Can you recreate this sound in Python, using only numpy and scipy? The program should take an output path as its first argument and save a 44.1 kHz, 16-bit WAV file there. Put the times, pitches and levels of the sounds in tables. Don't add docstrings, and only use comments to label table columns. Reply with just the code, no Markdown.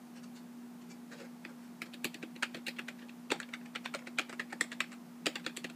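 import sys
import numpy as np
from scipy import signal
from scipy.fft import rfft, irfft, next_fast_len
from scipy.io import wavfile

SR = 44100
rng = np.random.default_rng(int(sys.argv[2]) if len(sys.argv) > 2 else 0)


def materialize(psi):
    bounded = np.clip(np.atleast_2d(psi).T, -1, 1)
    quanta = np.round(bounded * 32767).astype(np.int16)
    wavfile.write(sys.argv[1], SR, quanta)


N = 253707


def from_db(db):
    return 10 ** (np.asarray(db) / 20)


def unit_rms(x):
    return x / np.sqrt(np.mean(x ** 2, axis=-1, keepdims=True) + 1e-20)


def unit_energy(rows):
    return rows / np.sqrt(np.sum(rows ** 2, axis=1, keepdims=True))


def at_hz(hz, points_hz, values):
    return np.interp(np.log(hz), np.log(points_hz), values)


# (frequency [Hz], relative density [dB])
FAN_SPECTRUM = [(90, -9.5), (130, -7), (160, 1.5), (178, 5.5), (205, -2.5), (240, -1), (300, -4.5),
                (380, -6.5), (520, -14.5), (720, -10), (1100, -14), (1600, -18.5), (2300, -21.5),
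                (3200, -25.5), (8000, -28.5), (15000, -31)]


def fan(level_db):
    size = next_fast_len(N)
    hz = np.maximum(np.arange(size // 2 + 1) * SR / size, 1)
    colour = from_db(at_hz(hz, *np.transpose(FAN_SPECTRUM)))
    noise = irfft(rfft(rng.standard_normal(size)) * colour, size)[:N]
    return from_db(level_db) * unit_rms(noise)


def hum(hz, level_db, waver_db, wavers_per_s):
    t = np.arange(N) / SR
    drift = np.interp(t * wavers_per_s, np.arange(100), rng.standard_normal(100))
    return from_db(level_db + waver_db * drift) * np.sqrt(2) * np.sin(2 * np.pi * hz * t)


# (frequency [Hz], t60 [s], relative level [dB])
ROOM_DECAY = [(705, 0.11, 5), (1440, 0.097, 2), (4300, 0.11, 3), (8200, 0.072, 2), (12400, 0.1, -1)]


def room_tails(count, size, onset_ms, level_db=-7, walls_db=-21.5, walls_t60_ratio=5.1):
    t = np.arange(size) / SR
    room_hz, *columns = np.transpose(ROOM_DECAY)
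    white = rng.standard_normal((count, size))
    edges_hz = np.geomspace(500, 16000, 11)
    tails = 0
    for low, high in zip(edges_hz, edges_hz[1:]):
        band = signal.sosfilt(signal.butter(2, [low, high], "band", fs=SR, output="sos"), white)
        t60, band_db = (at_hz(np.sqrt(low * high), room_hz, column) for column in columns)
        near = from_db(-60 * t / t60)
        far = from_db(walls_db - 60 * t / t60 / walls_t60_ratio)
        tails = tails + band * from_db(band_db) * (near + far)
    build_up = 1 - np.exp(-t * 1000 / onset_ms)
    return from_db(level_db) * unit_energy(tails * build_up)


def ring(forces, modes, share_db, detune_hz, spread_db):
    hz, mode_db, t60 = np.transpose(modes)[:, None, :, None]
    chance = rng.standard_normal((len(forces), len(modes), 2))
    t = np.arange(round(.08 * SR)) / SR
    decay = from_db(mode_db + share_db + spread_db * chance[..., :1] - 60 * t / t60)
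    sign = (-1.) ** np.arange(len(modes))[:, None]
    tones = np.sin(2 * np.pi * (hz + detune_hz * chance[..., 1:]) * t)
    response = np.sum(sign * decay * tones, axis=1)
    return unit_energy(signal.fftconvolve(forces, response, axes=1))


# (frequency [Hz], relative level [dB], t60 [s])
CASE_MODES = [(258.5, -8.5, 0.045), (317, -2, 0.052), (352.3, -1.5, 0.044), (424, -6.5, 0.04),
              (510, -2, 0.039), (605, -8, 0.02)]
THUD_BANDS = [304, 467]


def case_thud(push, thud_lean_db):
    mode_hz = np.array(CASE_MODES)[:, :1]
    share_db = np.array([at_hz(mode_hz, THUD_BANDS, [lean / 2, -lean / 2]) for lean in thud_lean_db])
    return ring(push, CASE_MODES, share_db, detune_hz=14.1, spread_db=2.5)


# (frequency [Hz], relative level [dB], t60 [s])
CAP_MODES = [(737, -8.5, 0.017), (1140, -9, 0.0066), (1215, -4, 0.0094), (1523, -3.5, 0.013),
             (1744, 1.5, 0.0078), (2100, 2.5, 0.0062), (2398, 1.5, 0.0074), (2746, 1.5, 0.0056),
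             (3020, -2, 0.0054), (3290, -7.5, 0.0078), (3835, -4.5, 0.01), (4180, -1.5, 0.01),
             (4720, -0.5, 0.0072), (5350, 3, 0.0064), (6180, 4, 0.0037), (7000, 2.5, 0.0046),
             (8046, 3, 0.0042), (8800, 4, 0.003), (9900, 7.5, 0.0015), (11300, -13, .003),
             (11200, -23, 0.0016), (12470, 0.5, 0.0037), (14100, 8, 0.0012), (13700, 3.5, 0.0021)]
CAP_BANDS = [800, 1600, 3300, 5400, 7900, 11500]


def strike_plastic(forces, push, start, level_db, lean_db, snap_db, tick_db, top_db,
                   thud_db, thud_lean_db):
    bands_db = np.transpose([(thud_db + lean_db) / 2, lean_db / 2, -lean_db / 2,
                             snap_db, tick_db, top_db])
    mode_hz = np.array(CAP_MODES)[:, :1]
    share_db = np.array([at_hz(mode_hz, CAP_BANDS, row) for row in bands_db])
    caps = ring(forces, CAP_MODES, share_db, detune_hz=108, spread_db=1.8)
    case = from_db(thud_db)[:, None] * case_thud(push, thud_lean_db)
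    sound = from_db(level_db)[:, None] * (caps + case)
    index = start[:, None] + np.arange(sound.shape[1])
    return np.bincount(index.ravel(), sound.ravel(), N)[:N]


def uneven_clicks(shape, per_s, size_db=3.0):
    draw = rng.random((*shape, 3))
    occurs = draw[..., 0] < per_s / SR
    size = from_db(size_db * np.minimum(-np.log(draw[..., 1] + 1e-9), 4))
    return unit_rms(occurs * size * np.sign(draw[..., 2] - .5))


def finger_landings(ahead_ms=6, level_db=-54, tick_db=-20, thud_db=-19, half_ms=2.8):
    return [(s + (min(other_ms, 0) - ahead_ms) / 1000, level_db, lean_db, tick_db, thud_db, half_ms)
            for s, _, lean_db, *_, other_ms, _ in KEY_STROKES]


# (centre time [s], relative level [dB], deep-cap lean [dB], tick [dB], thud [dB], half length [ms])
RUBS = [(0.171, -54.5, 5, -5, -12, 20), (0.24, -52, 4, 0, -27, 8.5), (0.368, -54, -5, -5.5, -35, 17),
        (0.821, -59, -2, -4, -18, 8.1), (0.913, -51, 8, -0.5, -9, 15), (1.128, -45, 13, -10, -8, 15),
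        (1.17, -59.5, -17, -1, 0.5, 86), (1.206, -50.5, 4, -9, 5, 26), (1.253, -54, 12, -8, -10, 16),
        (1.499, -54, 18, -12, 0, 19), (1.641, -63, 11, -6, -24, 67), (1.864, -51, -2, -9, -2, 7.2),
        (2.768, -51, 0, -22, -9, 7.7), (2.993, -53, 3, -11, -30, 8.3), (3.022, -51.5, 3, -19, -2, 13.4),
        (3.491, -49, 11, -14, -7, 4.5), (3.614, -52, 6, -21, -5, 3.8), (3.66, -48, 9, -14, -17, 7.1),
        (3.991, -45.5, 4, -8, -11, 3.9), (4.023, -48, 26, -15, -8, 4.9), (3.85, -48.5, 7, -9, -9, 9.1),
        (4.179, -43.5, -14, -37, -21, 4.5), (4.508, -51.5, 2, -12, -12, 12), (5.447, -47, -3, -13, -9, 5.9)]


def finger_rubs(top_under_tick_db, thud_lean_db, gain_db):
    s, level_db, lean_db, tick_db, thud_db, half_ms = np.transpose(RUBS + finger_landings())
    lead = 5000
    ms = np.arange(-lead, lead) / SR * 1000
    half_ms = np.clip(half_ms, 1, 60)
    swell = np.exp(-(ms / half_ms[:, None]) ** 2)
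    catches = swell * uneven_clicks(swell.shape, per_s=5700)
    path = room_tails(count=len(s), size=5000, onset_ms=6.4)
    path[:, 0] = 1
    forces = signal.fftconvolve(catches, path, axes=1)
    level_db = level_db + 10 * np.log10(half_ms)
    start = np.round(s * SR).astype(int) - lead
    return from_db(gain_db) * strike_plastic(
        forces, forces, start, level_db, lean_db, snap_db=tick_db, tick_db=tick_db,
        top_db=tick_db - top_under_tick_db, thud_db=thud_db, thud_lean_db=np.full_like(s, thud_lean_db))


# (time [s], relative level [dB])
CLICK_SHEEN = [(1.45, -24), (1.8, -6), (2.05, -3.5), (2.15, -8), (2.4, -19), (2.7, -4), (3.1, -23),
               (3.4, -20), (3.6, -14), (4.2, -17.5), (4.7, -16), (5.3, -15), (5.7, -14.5)]


def bright_bands(s, tick_db):
    snap_db = -14 + .3 * tick_db
    top_db = np.interp(s, *np.transpose(CLICK_SHEEN)) + .53 * tick_db
    return snap_db, top_db


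# (time of firmest contact [s], relative level [dB], deep-cap lean [dB], tick [dB], thud [dB],
#  rattle decay [ms], other contact's delay [ms], its level under the firmest [dB])
KEY_STROKES = [(1.4497, -34.5, -3, -21, -8, 2.8, 3.5, 20), (1.8186, -28.5, -3, -10, -11, 5.8, 0.5, 18),
               (1.941, -40, -11, -12, -3.5, 6, -5, 1.5), (2.0446, -24.5, -13, -4.5, -7.5, 1.7, 7, 3),
               (2.1435, -36.5, -9.5, -9, -8.5, 3.5, 3, 5), (2.2338, -39, -5.5, -16, 5.5, 4, -6, -3),
               (2.362, -42, -6, -16, 1, 2.3, 1, 22), (2.4307, -21.5, 0.5, -11.5, -19, 5.5, -5.5, 2.5),
               (2.5456, -32, -7, -14, -2.5, 8.5, 22, 10), (2.6817, -27.5, -12, -10.5, -10, 9.2, -15, 0.5),
               (2.7915, -29, 0, -15.5, -12.5, 5.5, -5, 5), (2.8856, -32, 0, -13, -13, 4.5, -3.5, 4.5),
               (3.093, -43, -10, -10, -18, 4.5, 5, 22), (3.304, -28.5, -16, -8.5, -4.5, 5, 10, -1),
               (3.3183, -20, 2.5, -6.5, -4, 2.6, 18, 22), (3.401, -29.5, 6, -6.5, -33, 3, 14, 12.5),
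               (3.4291, -38.5, -6, -34, -30, 5, -1, 15), (3.537, -29, 7.5, -14, -38, 7.9, -4.5, 11.5),
               (3.7576, -27.5, -1.5, -16, -13, 4.8, -6.5, 7.5),
               (3.8586, -27.5, -3.5, -17.5, -20, 3.1, -5, 12), (3.9477, -27, 6, -8, -12, 6.3, -8, 2),
               (4.0727, -37, 0.5, -10, -3, 6.3, -3.5, 1.5), (4.1862, -20, -5.5, -10.5, -16, 2.2, 7.5, 2.5),
               (4.2944, -36, 2.5, -4.5, -7, 9.3, 4.5, 19), (4.3276, -35, 10, -6, -4.5, 7.2, 2, 26),
               (4.396, -24, 8, -13.5, -17, 9.2, 5.5, 13), (4.528, -30.5, 13.5, -8, -7.5, 4.3, -3.5, 8),
               (4.6097, -17.5, 2, 1, -15, 2.9, 4.5, 17), (4.7178, -32, -4, -10, -18, 6.3, 9.5, 5),
               (4.8044, -19.5, 0, -12.5, -19.5, 5.4, 14.5, 24), (4.928, -41.5, 5.5, -7, -11, 11, -10, 1),
               (5.2662, -19.5, -7.5, -5, -3.5, 3.3, -7.5, 5.5),
               (5.356, -27, -0.5, -10.5, -10, 5.1, 26.5, 20), (5.464, -25, -5.5, -10.5, -6, 2.6, 9.5, 18),
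               (5.5709, -30.5, -10, 3.5, -7.5, 2.1, -5, 7), (5.6427, -29, -5, -12.5, -4.5, 6.5, 6, 12.5),
               (5.699, -41, -5, -11, -10, 5, 3.5, 16)]


def contacts(rebound_ms=19, rebound_spread_ms=6.8, rebound_loss_db=21.5, rebound_rattle_ms=5.7):
    s, level_db, lean_db, tick_db, thud_db, rattle_ms, other_ms, loss_db = np.transpose(KEY_STROKES)
    bounce_ms = np.maximum(other_ms, 0) + rebound_ms + rebound_spread_ms * rng.uniform(-1, 1, len(s))
    late = np.r_[np.zeros_like(s), np.sign(other_ms), np.ones_like(s)]
    s = np.r_[s, s + other_ms / 1000, s + bounce_ms / 1000]
    level_db = np.r_[level_db, level_db - loss_db, level_db - rebound_loss_db]
    rattle_ms = np.r_[rattle_ms, rattle_ms, np.full_like(rattle_ms, rebound_rattle_ms)]
    lean_db = np.tile(lean_db, 3) + 2.5 * late
    tick_db = np.tile(tick_db, 3) + .5 * late
    thud_db = np.tile(thud_db, 3) + 6.5 * late
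    thud_lean_db = -15.5 - .48 * level_db
    snap_db, top_db = bright_bands(s, tick_db)
    return s, level_db, lean_db, snap_db, tick_db, top_db, thud_db, thud_lean_db, rattle_ms


def keys(rattle_db, soft_hz, rise_ms, push_ms, gain_db):
    s, *touch, rattle_ms = contacts()
    lead = 200
    ms = (np.arange(8000) - lead) / SR * 1000
    settle = np.exp(np.minimum(ms / rise_ms, -ms / np.clip(rattle_ms[:, None], .3, 12)))
    rattle = from_db(rattle_db) * settle * uneven_clicks(settle.shape, per_s=4000)
    pole = np.exp(-2 * np.pi * soft_hz / SR)
    forces = signal.lfilter([1 - pole], [1, -pole], rattle)
    forces[:, lead] = 1
    forces = unit_energy(forces)
    forces[:, lead:] += room_tails(count=len(s), size=len(ms) - lead, onset_ms=2.4)
    push = np.maximum(ms, 0) * np.exp(-np.abs(ms) / push_ms) * np.ones_like(forces)
    start = np.round(s * SR).astype(int) - lead
    return from_db(gain_db) * strike_plastic(forces, push, start, *touch)


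def scene():
    typing = keys(rattle_db=-15, soft_hz=5140, rise_ms=1.0, push_ms=0.43, gain_db=18.5)
    rubbing = finger_rubs(top_under_tick_db=12, thud_lean_db=-0.5, gain_db=15)
    room_tone = hum(hz=240.2, level_db=-50.5, waver_db=1, wavers_per_s=12) + fan(level_db=-55.5)
    return (typing + rubbing + room_tone)[None]


def record(dry):
    low_cut_hz, high_cut_hz, rumble_db = 148.5, 15330, -87
    x = signal.sosfilt(signal.butter(4, low_cut_hz, "high", fs=SR, output="sos"), dry)
    rumble_band = signal.butter(2, [40, 150], "band", fs=SR, output="sos")
    x = x + from_db(rumble_db) * unit_rms(signal.sosfilt(rumble_band, rng.standard_normal(N)))
    return signal.sosfilt(signal.ellip(12, .5, 70, high_cut_hz, fs=SR, output="sos"), x)


dry = scene()
out = record(dry)
materialize(out)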